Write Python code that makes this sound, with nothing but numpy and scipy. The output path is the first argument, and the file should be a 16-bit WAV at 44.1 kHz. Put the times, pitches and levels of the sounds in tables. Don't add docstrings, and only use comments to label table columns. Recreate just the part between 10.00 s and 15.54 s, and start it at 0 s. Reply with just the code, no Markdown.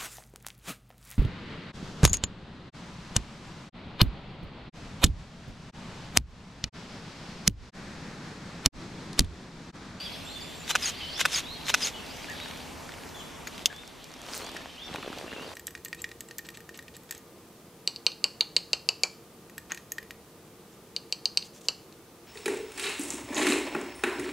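import sys
import numpy as np
from scipy import signal
from scipy.io import wavfile

SR = 44100
rng = np.random.default_rng(int(sys.argv[2]) if len(sys.argv) > 2 else 0)


def log_audio(samples):
    frames = np.atleast_2d(samples).T
    limited = np.clip(frames, -1, 1)
    pcm = np.round(limited * 32767).astype(np.int16)
    wavfile.write(sys.argv[1], SR, pcm)


def invert_db(x):
    u = np.asarray(x, float) / 20
    return 10 ** u


N = 244297

# time in seconds, gust in dB, liveliness of the far birds in dB.
AIR = [(0, 0.3, 4.5), (.62, -0.4, -0.5), (0.999, 0, 5), (1.5, 0, 1), (2.0, 1.4, 1), (2.45, 2, 3),
       (2.75, 1.4, -3.5), (3.4, 0, -6), (3.6, 0.5, -1.5), (4.15, -3, -2.5), (4.5, -2.5, 0.5),
       (4.8, -8.5, -3), (5.0, -5, 0.5), (5.54, -3.5, -3)]
# frequency in Hz, likeness from 0 to 1.
LIKENESS = [(60, 0.82), (180, 0.65), (550, 0.39), (1650, 0.82), (4970, 0.95), (15000, 0.33)]
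# time of the shutter snap in seconds, strength in dB.
SHOTS = [
    (0.7518, -1.5),
    (1.2518, -1.2),
    (1.7403, -1.54),
]
# time in seconds, peak level in dB.
LATCH_SNAP = [
    (3.6578, -0.9),
]


def rms_one(x):
    return x / np.sqrt(np.mean(x ** 2) + 1e-20)


def at_hz(points, hz):
    table = np.array(points)
    return np.interp(np.log(hz), np.log(table[:, 0]), table[:, 1])


def drift(rate_hz, size):
    r = np.exp(-2 * np.pi * rate_hz * 16 / SR)
    white = rng.standard_normal(size // 16 + 1002)
    slow = signal.lfilter([1], [1, -2 * r, r * r], white)[1000:]
    return np.interp(np.arange(size) / 16, np.arange(len(slow)), rms_one(slow))


def ring(clicks, hz, t60):
    r = invert_db(-60 / (t60 * SR))
    w = 2 * np.pi * hz / SR
    return signal.lfilter([0, np.sin(w)], [1, -2 * r * np.cos(w), r * r], clicks + 1e-18)


def add(track, s, sound, pan_db):
    i = max(round(s * SR), 0)
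    sides = invert_db([[pan_db / 2], [-pan_db / 2]])
    track[:, i:i + sound.shape[-1]] += sound[..., :N - i] * sides


def banded_noise(spectrum, patchy_db, likeness, size=N):
    out = 0
    octaves = np.log2(spectrum[-1][0] / spectrum[0][0])
    edges = spectrum[0][0] * 2 ** np.arange(0, octaves + .2, 1 / 3)
    white = rng.standard_normal((2, 2, size))
    for k, (low, high) in enumerate(zip(edges, edges[1:])):
        band = signal.butter(2, [low, min(high, .45 * SR)], "band", fs=SR, output="sos")
        mid, side = signal.sosfilt(band, white[k % 2])
        hz = np.sqrt(low * high)
        alike = np.clip(at_hz(likeness, hz), 0, 1)
        gain = invert_db(at_hz(spectrum, hz) + patchy_db * drift(10.0, size))
        out = out + gain * (np.sqrt(1 + alike) * mid + np.sqrt(1 - alike) * side * [[1], [-1]])
    return rms_one(out)


def note(s, length_s, first_hz, last_hz, level_db, rise_bend=1.9, fall_bend=1.45):
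    u = np.linspace(0, 1, num=13)
    glide = 1 - (1 - u) ** rise_bend if last_hz > first_hz else u ** fall_bend
    fade_db = np.interp(u, [0, 0.55, 1], [0.5, 0, -3])
    return np.transpose([s + length_s * u, first_hz + (last_hz - first_hz) * glide, level_db + fade_db])


def whistle(rows, rough_db, waver_hz):
    s, hz, level_db = np.transpose(rows)
    t = np.arange(s[0], s[-1], 1 / SR)
    pitch = np.interp(t, s, hz) + waver_hz * drift(62.6, len(t))
    ends = np.clip(np.minimum(t - s[0], s[-1] - t) / 0.001, 0, 1)
    breath = invert_db(np.interp(t, s, level_db) + rough_db * drift(90, len(t)))
    return np.sqrt(2) * ends * breath * np.sin(2 * np.pi * np.cumsum(pitch) / SR)


def blows(events, modes, strike_db, contact_s, shake_db, shake_s, crack_db, pan_db):
    out = np.zeros((2, N))
    t = np.arange(2600) / SR
    small_body = signal.butter(4, 0.57 * modes[0][0], "high", fs=SR, output="sos")
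    for s, peak_db, *direction in events:
        shape = np.exp(-t / contact_s) + invert_db(shake_db) * np.exp(-t / shake_s)
        chatter = rng.standard_normal(len(t)) * shape
        chatter[0] = invert_db(strike_db) * np.prod(direction)
        own_db = rng.normal(0, 0.99, len(modes))
        body = 0
        for k, (hz, level_db, t60) in enumerate(modes):
            body = body + (-1) ** k * invert_db(level_db + own_db[k]) * ring(chatter, hz, t60)
        body = signal.sosfilt(small_body, body)
        crack = np.diff(rng.standard_normal((2, len(t) + 1))) * shape
        add(out, s, invert_db(peak_db) * (body / np.abs(body).max() + invert_db(crack_db) * crack), pan_db)
    return out


def slips(events, cycles, contact_s, edge_db, gain_db):
    out = np.zeros((2, N))
    t = np.arange(700) / SR
    for s, peak_db, hz in events:
        puff = rng.standard_normal(len(t)) * np.exp(-t / contact_s)
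        slip = ring(puff, hz, cycles / hz) + invert_db(edge_db) * ring(puff, 2.56 * hz, 2.0 / hz)
        slip = signal.lfilter(*signal.butter(2, 0.52 * hz, "high", fs=SR), slip)
        add(out, s, invert_db(peak_db + gain_db) * slip / np.abs(slip).max(), rng.normal(.3, 1.0))
    return out


def pressure(t, s, top_db, rise, fall):
    after = t - np.asarray(s)[:, None]
    slope_db = np.where(after < 0, rise * after, -fall * after)
    power = invert_db(2 * (np.asarray(top_db)[:, None] + slope_db))
    return np.sqrt(np.sum(power, axis=0))


def hillside():
    # frequency in Hz, level in dB per Hz.
    rumble = [(22, -5), (45, -7), (58, -1), (67, -6.5), (80, -0.5), (125, -8.5), (160, 0), (190, -9),
              (235, 1.5), (320, -18), (420, -49)]
    wind = [(120, -38), (220, -5), (300, -2), (500, -3), (900, -4.5), (1500, -10), (2200, -11.5),
            (4000, -38)]
    chorus = [(1200, -10), (2000, -1), (2600, 4.5), (3400, 4), (4200, 1), (5000, 4.5), (6000, -23.5),
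              (9000, -61)]
    hiss = [(2500, -50), (4500, -7.5), (6000, 1.5), (8000, -4.5), (11000, -7), (14000, -10.5), (16000, -8)]
    t = np.arange(N) / SR
    s, gust_db, lively_db = np.transpose(AIR)
    gust_db, lively_db = np.interp(t, s, gust_db), np.interp(t, s, lively_db)
    train_db = -50.5 - 0.63 * t + 0.52 * gust_db
    out = invert_db(train_db) * banded_noise(rumble, patchy_db=0.4, likeness=LIKENESS)
    out += invert_db(-49.5 + gust_db) * banded_noise(wind, patchy_db=1.0, likeness=LIKENESS)
    out += invert_db(-51.5 + lively_db) * banded_noise(chorus, patchy_db=1.8, likeness=LIKENESS)
    out += invert_db(-57 + 0.74 * gust_db) * banded_noise(hiss, patchy_db=1.1, likeness=LIKENESS)
    return out


def far_birds():
    s, _, lively_db = np.transpose(AIR)
    rows = []
    for _ in range(170):
        start = rng.uniform(0, N / SR - .1)
        length_s = .01 + .025 * rng.random()
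        hz = 3300 * 2 ** rng.normal(0, .25)
        last_hz = hz * (1 + .04 * rng.normal(.3, 1))
        level_db = -61.5 + 2.5 * rng.standard_normal() + np.interp(start, s, lively_db)
        rows.append((start, length_s, hz, last_hz, level_db))
    return rows


def birds():
    # start in seconds, length in seconds, first Hz, last Hz, level in dB.
    high_bird = [(0, 0.043, 4580, 4730, -44), (.04, .012, 5100, 5170, -46), (.058, .015, 4720, 4720, -50),
                 (.09, 0.11, 5200, 5150, -58), (0, .012, 4380, 4470, -44), (.405, .009, 5200, 4650, -49),
                 (.412, .013, 4650, 4615, -43.5), (.63, .02, 3800, 4600, -51),
                 (2.09, 0.026, 4500, 4900, -51), (5.165, .03, 3160, 4700, -56),
                 (.945, 0.054, 4100, 4780, -50), (.995, 0.038, 4880, 4780, -55),
                 (1.092, 0.017, 4250, 4700, -53), (1.126, 0.047, 4250, 5600, -44.5),
                 (2.09, 0.089, 4450, 6050, -56), (2.22, 0.026, 4780, 5000, -51),
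                 (3.52, 0.068, 3600, 5200, -58), (4.41, 0.067, 4250, 4450, -55),
                 (4.448, 0.03, 4550, 4800, -53), (4.83, 0.05, 4900, 5800, -55.5),
                 (5.465, 0.015, 4900, 4150, -51), (5.488, 0.0078, 3720, 3480, -48),
                 (3.16, 0.054, 6800, 6450, -56)]
    near_bird = [(.01, 0.045, 3360, 3430, -52), (.05, 0.033, 3490, 3050, -42.5),
                 (.135, 0.02, 3430, 3320, -44), (.35, 0.047, 3500, 3580, -45),
                 (.39, 0.18, 3490, 3500, -53.5), (1.085, .02, 3190, 3230, -45),
                 (1.162, 0.035, 3330, 3570, -40), (3.145, 0.065, 3430, 3350, -50),
                 (3.19, .03, 3300, 2800, -50.5), (3.21, .17, 3420, 3350, -60),
                 (3.735, 0.082, 3370, 3600, -54.5), (4.42, 0.056, 3000, 3410, -58),
                 (4.463, 0.031, 3500, 3430, -50.5), (4.778, 0.044, 2900, 3370, -46.5),
                 (4.82, 0.038, 3500, 3660, -44), (4.855, 0.019, 3600, 3270, -57),
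                 (4.88, 0.0079, 3400, 3250, -46.5)]
    thin_bird = [(.25, 0.098, 7540, 7300, -55.5), (.415, 0.087, 7080, 7410, -56),
                 (.55, 0.03, 7600, 7450, -57), (.595, 0.041, 7200, 7000, -55)]
    rising_bird = [(.26, 0.09, 3200, 4400, -48), (.72, 0.025, 4050, 4040, -46),
                   (1.437, 0.12, 3300, 4250, -46), (1.51, .04, 3900, 3850, -52),
                   (1.558, .028, 3350, 3250, -49), (1.56, .02, 3950, 3650, -50),
                   (1.6, .035, 4050, 4000, -53), (1.635, .03, 3650, 4050, -52),
                   (1.652, 0.04, 4100, 4200, -45), (1.71, .025, 4150, 4030, -45),
                   (2.365, .02, 3330, 3420, -49.5), (2.405, 0.04, 3760, 3910, -46)]
    low_bird = [(.9, .015, 2690, 2700, -49), (1.005, 0.013, 3230, 3180, -42),
                (1.02, 0.064, 2980, 2990, -44), (1.935, 0.041, 3300, 3220, -50.5),
                (1.94, 0.074, 2960, 2940, -49), (1.99, 0.083, 2770, 2600, -54.5),
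                (4.693, 0.02, 3100, 3000, -53), (5.255, 0.07, 2740, 2730, -58),
                (.61, 0.038, 2550, 2710, -54), (5.31, 0.023, 2780, 2790, -49),
                (5.36, 0.05, 2770, 2710, -51), (5.402, .033, 2784, 2930, -48),
                (5.43, 0.026, 2860, 3160, -55)]
    deep_chirps = [(2.285, .028, 1620, 1880, -43.5), (2.33, .012, 1780, 1600, -47),
                   (3.165, .014, 1750, 1760, -53), (3.7, .02, 1717, 1680, -49),
                   (4.56, .015, 1800, 1780, -45)]
    out = np.zeros((2, N))
    # its notes, pan in dB, waver in Hz
    flock = [(high_bird, .3, 70), (near_bird, .4, 45), (thin_bird, 1.1, 40), (rising_bird, .3, 45),
             (low_bird, -.4, 60), (deep_chirps, .3, 40), (far_birds(), .2, 60)]
    for rows, pan_db, waver_hz in flock:
        for row in rows:
            add(out, row[0], whistle(note(*row), rough_db=2.6, waver_hz=waver_hz), pan_db)
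    fade = invert_db(-60 * np.arange(12000) / SR / 0.43)
    tail = rng.standard_normal((2, 12000)) * fade
    wet = signal.fftconvolve(out, tail / np.sqrt(np.sum(tail ** 2) / 2), axes=1)[:, :N]
    return out + invert_db(-0.5) * wet


def motor():
    # seconds after the snap, attack in seconds,
    # hold in seconds, release in seconds, level in dB.
    strokes = [
        (-.085, 0.034, 0.01, 0.029, -29.5),
        (0, 0.0013, .001, 0.0018, -21.5),
        (.004, 0.0009, 0.00083, 0.014, -22),
        (.015, .004, .03, .012, -47),
        (0.033, 0.043, 0.067, 0.032, -33),
    ]
    # seconds after the snap, length in seconds, first Hz, last Hz, level in dB.
    whines = [(.072, .02, 5150, 5050, -34), (.09, .014, 5030, 4650, -29), (.103, .014, 4620, 4150, -35),
              (.118, .016, 4200, 4450, -37), (.1, .005, 6900, 6800, -34), (.104, .012, 6750, 6250, -28),
              (.115, .033, 6350, 6850, -33.5), (.085, .05, 9250, 9200, -47), (.07, .035, 3600, 3300, -42),
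              (.072, .045, 2600, 2100, -43)]
    # frequency in Hz, level in dB per Hz.
    gear_spectrum = [(410, -14), (700, -17.5), (1800, -8.5), (3890, -4.5), (4730, -13), (5840, -6.5),
                     (6570, -15), (8210, -11.5), (14400, -24.5), (16000, -41)]
    t = np.arange(N) / SR
    out = np.zeros((2, N))
    effort = 0
    for s, shot_db in SHOTS:
        for after, attack, hold, release, level_db in strokes:
            corners = s + after + np.cumsum([0, attack, hold, release])
            shape_db = np.interp(t, corners, [-19, 0, 2.5, -19], left=-120, right=-120)
            effort = effort + invert_db(shot_db + level_db + shape_db)
        for after, *glide in whines:
            pitch_curve = note(after, *glide, rise_bend=1.2, fall_bend=1.7)
            whine = whistle(pitch_curve, rough_db=3.0, waver_hz=80)
            add(out, s + after, invert_db(shot_db) * whine, .6)
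    teeth = invert_db(3.0 * drift(700, N))
    gears = banded_noise(gear_spectrum, patchy_db=1.5,
                         likeness=[(1000, 1.0), (5000, 0.95), (12000, 0.14)], size=2 * SR)
    add(out, 0, (effort * teeth)[:2 * SR] * gears, 0)
    return out


def mirror():
    # seconds after the snap, peak level in dB.
    contacts = [(-.0735, -24), (-.0578, -18.5), (-.0535, -22.5), (-.05, -24), (-.0461, -14.5),
                (-.0447, -17.5), (-.0405, -12), (.04, -38), (.055, -35), (0.072, -35), (.092, -32),
                (.116, -42), (0.13, -23)]
    # frequency in Hz, level in dB, time to fade 60 dB in seconds.
    mirror_box = [(560, -13, 0.011), (890, -6.5, 0.0096), (1600, -1.5, 0.01), (2070, -5.5, 0.015),
                  (2550, -3.5, 0.009), (3020, -5.5, 0.019), (3500, -1, 0.0087), (3860, -5, 0.011),
                  (4500, -14, 0.0065), (5200, -7, 0.0092), (5800, -5, 0.0063), (7200, -3, 0.0055),
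                  (8050, -17, .012), (9300, -19, .012)]
    events = []
    for s, shot_db in SHOTS:
        for after, peak_db in contacts:
            loose_db = 0.8 * rng.standard_normal()
            events.append((s + after, peak_db + shot_db + loose_db))
    return blows(events, mirror_box, strike_db=12.0, contact_s=0.0018, shake_db=-24, shake_s=0.0034,
                 crack_db=-19.0, pan_db=1.5)


def shutter():
    # seconds after the snap, peak level in dB, direction of travel.
    pushes = [
        (.0004, -10.5, 1),
        (.00442, -10, 1),
    ]
    curtain = [
        (-.0048, -25, 1),
        (.00107, -14, 1),
        (.0051, -13, 1),
        (.0085, -28, 1),
    ]
    # frequency in Hz, level in dB, time to fade 60 dB in seconds.
    shutter_box = [(520, -9.5, 0.016), (730, 0, 0.012), (1000, -2.5, 0.01), (1186, -3, 0.015),
                   (1490, 5, 0.0089), (1800, 1, 0.0091), (2000, -1.5, 0.013), (2600, 0, 0.028),
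                   (3050, -16, 0.035), (3630, -4, 0.0074), (4250, -22, 0.0045), (5100, 1.5, 0.0072),
                   (6050, -8, 0.012), (7250, -6, .008)]

    def every_shot(rows):
        return [(s + after, db + shot_db, way) for s, shot_db in SHOTS for after, db, way in rows]

    dull = blows(every_shot(pushes), shutter_box[:8], strike_db=26, contact_s=.0008,
                 shake_db=-30, shake_s=.004, crack_db=-40, pan_db=.9)
    sharp = blows(every_shot(curtain), shutter_box, strike_db=26, contact_s=.0012,
                  shake_db=-17, shake_s=.0045, crack_db=-21, pan_db=.9)
    return dull + sharp


def sleeve_slips():
    # time in seconds, peak level in dB, pitch in Hz.
    ticks = [(2.2438, -27.5, 2150), (2.064, -32, 4800), (2.169, -35, 5200), (2.298, -34, 6300),
             (2.318, -34, 5000), (2.3867, -38, 2300), (2.4005, -26.5, 2500), (2.4008, -39, 6650),
             (2.433, -43, 5560), (2.459, -28, 1800), (2.484, -33, 2840), (2.5105, -29, 2580),
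             (2.5107, -40, 5800), (2.5365, -32.5, 2000), (2.559, -33, 2690), (2.574, -36, 5120),
             (2.604, -30, 2600), (2.628, -45, 6500), (2.8914, -30, 1600), (2.92, -31, 2420),
             (2.939, -32, 2780), (2.984, -35, 2000), (3.008, -40, 2000), (3.035, -33, 2600),
             (3.065, -38, 1500), (3.091, -36, 5000), (3.5793, -28, 3410), (3.5924, -31, 3000),
             (3.7273, -32, 1500), (3.763, -35, 5500), (3.8348, -35, 1590), (3.8763, -33, 5170),
             (4.042, -33.5, 5650), (4.042, -53, 8600), (4.265, -41, 2900), (4.286, -34, 2850),
             (4.377, -27, 13500), (4.94, -25.5, 3200), (4.913, -34, 191), (4.944, -34, 200),
             (4.9587, -22.5, 1540), (4.9595, -24, 2600), (4.9587, -31, 5000), (5.33, -39, 151),
             (5.0263, -31.5, 2500), (5.185, -28, 4500), (5.335, -32, 2000)]
    fibres = [(4.0979, -41, 6330), (4.1176, -40, 6610), (4.1388, -36, 5320), (4.1682, -41, 5150),
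              (4.1796, -46.0, 6180), (4.192, -42, 6010), (4.2015, -51, 6160), (4.2167, -34, 6300),
              (4.2333, -48, 6310), (4.2647, -34, 5510), (4.2746, -42, 5530), (4.2862, -43, 5190),
              (4.3353, -23, 5080), (4.3498, -27, 9280), (4.3772, -29.0, 4830), (4.4088, -37.0, 5430),
              (4.447, -31, 5810), (4.4653, -32, 5620), (4.4921, -34, 5750), (4.5167, -32.5, 5750),
              (4.5467, -40, 5790), (4.5554, -42.0, 5170), (4.57, -28, 5430), (4.5958, -43, 5580),
              (4.6067, -46.0, 6440), (4.6183, -42.0, 5580)]
    creak_slips = [(4.2648, -31.5, 880), (4.286, -29, 800), (4.2969, -29, 1490), (4.3165, -33.0, 1140),
                   (4.3342, -29, 1590), (4.3438, -24, 2280), (4.3665, -35, 500), (4.3887, -36, 500),
                   (4.4098, -37, 520), (4.4194, -44, 500), (4.4305, -38, 470), (4.4403, -39, 1360),
                   (4.4708, -33, 750), (4.4942, -34, 430), (4.5191, -35, 370), (4.5488, -30, 686),
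                   (4.5658, -23, 1650), (4.607, -30.5, 390), (4.6276, -46, 600), (4.6395, -46, 750),
                   (4.6578, -28.5, 750), (4.671, -39, 520),
                   (4.861, -40, 730), (4.8715, -46, 370), (4.8801, -43, 820), (4.8884, -36, 390),
                    (4.899, -31.5, 430), (4.911, -36, 390), (4.929, -29.5, 746), (4.9474, -24, 300),
                    (4.9596, -33, 1400), (4.9834, -25.5, 370), (4.9902, -34, 340), (5.004, -37, 407),
                    (5.0308, -27, 450), (5.0469, -30, 560), (5.053, -32, 390), (5.063, -28, 470),
                    (5.077, -25, 412), (5.083, -32, 710), (5.1013, -26.5, 372), (5.1192, -36.0, 820),
                    (5.129, -27, 1230), (5.1331, -30, 300), (5.1522, -49, 410), (5.169, -31, 320),
                    (5.1756, -28, 690), (5.19, -27.5, 600), (5.1993, -33, 340), (5.2124, -25.5, 650),
                    (5.226, -30, 540), (5.2334, -34, 650), (5.2417, -30.5, 336), (5.246, -29, 415),
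                    (5.2636, -31, 450), (5.2742, -41, 300), (5.2799, -28, 560), (5.2946, -48, 410),
                    (5.3074, -39, 670), (5.3179, -27, 560), (5.328, -26.5, 650), (5.334, -29, 620),
                    (5.3634, -28.5, 520), (5.375, -33, 1080), (5.396, -30, 520), (5.411, -30, 320),
                    (5.4309, -35, 470), (5.445, -33, 950), (5.453, -31, 470), (5.4778, -31, 430),
                    (5.4894, -37.0, 600), (5.499, -39, 388), (5.505, -36.0, 600), (5.517, -28.5, 900),
                    (5.382, -31, 500), (5.427, -31.5, 600), (5.534, -31, 700)]
    creaks = creak_slips
    return (slips(ticks, cycles=3.9, contact_s=0.0017, edge_db=-22, gain_db=0.0)
            + slips(fibres, cycles=6.0, contact_s=.0008, edge_db=-19, gain_db=0.5)
            + slips(creaks, cycles=2.85, contact_s=0.0008, edge_db=-6.5, gain_db=-1.5))


def latch():
    # time in seconds, peak level in dB.
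    catches = [
        (3.4712, -22),
        (3.475, -25.5),
    ]
    # frequency in Hz, level in dB, time to fade 60 dB in seconds.
    catch_body = [(1600, 1, 0.0036), (2280, -1.5, 0.0099), (3320, -6.5, 0.0059), (4420, -2, 0.0041),
                  (5000, -4, 0.0088), (6700, -8.5, 0.012)]
    latch_body = [(1930, -22, 0.0086), (2180, -13, .009), (2720, -5, 0.0087), (3600, 3.5, 0.007),
                  (4450, -3.5, 0.0075), (5200, 5.5, 0.0031), (6100, 0, 0.0083), (6500, -0.5, 0.0083),
                  (7840, -5.5, 0.0048), (8600, -9, 0.0058), (10500, -15, 0.0033)]
    seat = blows(catches, catch_body, strike_db=1, contact_s=.0012, shake_db=-4, shake_s=0.006,
                 crack_db=-20.0, pan_db=2.5)
    snap = blows(LATCH_SNAP, latch_body, strike_db=21, contact_s=.0004, shake_db=-6.5, shake_s=0.0055,
                 crack_db=-19, pan_db=.9)
    return seat + snap


def sleeve_drag():
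    # time of most pressure in seconds, crackle level in dB, swish level in dB.
    pulls = [
        (4.36, -41.5, -38.5),
        (4.55, -49, -58),
        (4.94, -46, -57),
        (5.09, -48, -62),
        (5.19, -52, -53),
        (5.42, -45.5, -72),
    ]
    # frequency in Hz, level in dB per Hz.
    swish_spectrum = [(1200, -5), (2500, -12), (4500, -1.5), (7000, -1), (10000, -2), (13000, -26),
                      (16000, -12), (17000, -2.5)]
    s, crackle_db, swish_db = np.transpose(pulls)
    out = np.zeros((2, N))
    size = 2 * SR
    t = np.arange(N - size, N) / SR
    dull = pressure(t, s, crackle_db, rise=70, fall=54)
    bright = pressure(t, s, swish_db, rise=166, fall=159)
    hits = rng.random((2, size)) < 450 / SR
    sizes = invert_db(3.5 * np.minimum(rng.exponential(1, (2, size)), 4))
    grains = hits * sizes * rng.choice([-1, 1], (2, size))
    grains = grains + 1.0 * grains[::-1]
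    dealt = rng.integers(0, 10, size)
    crackle = 0
    for k, hz in enumerate(np.geomspace(320, 2600, num=10)):
        crackle = crackle + ring(grains * (dealt == k), hz, 0.88 / hz)
    crackle = signal.sosfilt(signal.butter(3, 260, "high", fs=SR, output="sos"), crackle)
    swish = banded_noise(swish_spectrum, patchy_db=2.0, likeness=LIKENESS, size=size)
    swish = invert_db(1.8 * drift(180, size)) * swish
    out[:, -size:] += invert_db(0.5) * dull * rms_one(crackle) + bright * swish
    return out


def scene():
    corners = LATCH_SNAP[0][0] - 0.029 + np.cumsum([0, .006, 0.22, 0.9])
    duck_db = np.interp(np.arange(N) / SR, corners, [0, -3.5, -3.5, 0])
    air = invert_db(3.0 + duck_db) * hillside()
    camera = motor() + mirror() + shutter()
    return air + birds() + camera + sleeve_slips() + latch() + sleeve_drag()


def roll_off(x):
    return signal.sosfilt(signal.butter(12, 16560, fs=SR, output="sos"), x)


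def record(dry):
    top_cut = signal.cheby2(10, 60, 16500, fs=SR, output="sos")
    mix = np.clip(signal.sosfilt(top_cut, dry), -1, 1)
    return roll_off(mix)


dry = scene()
out = record(dry)
log_audio(out)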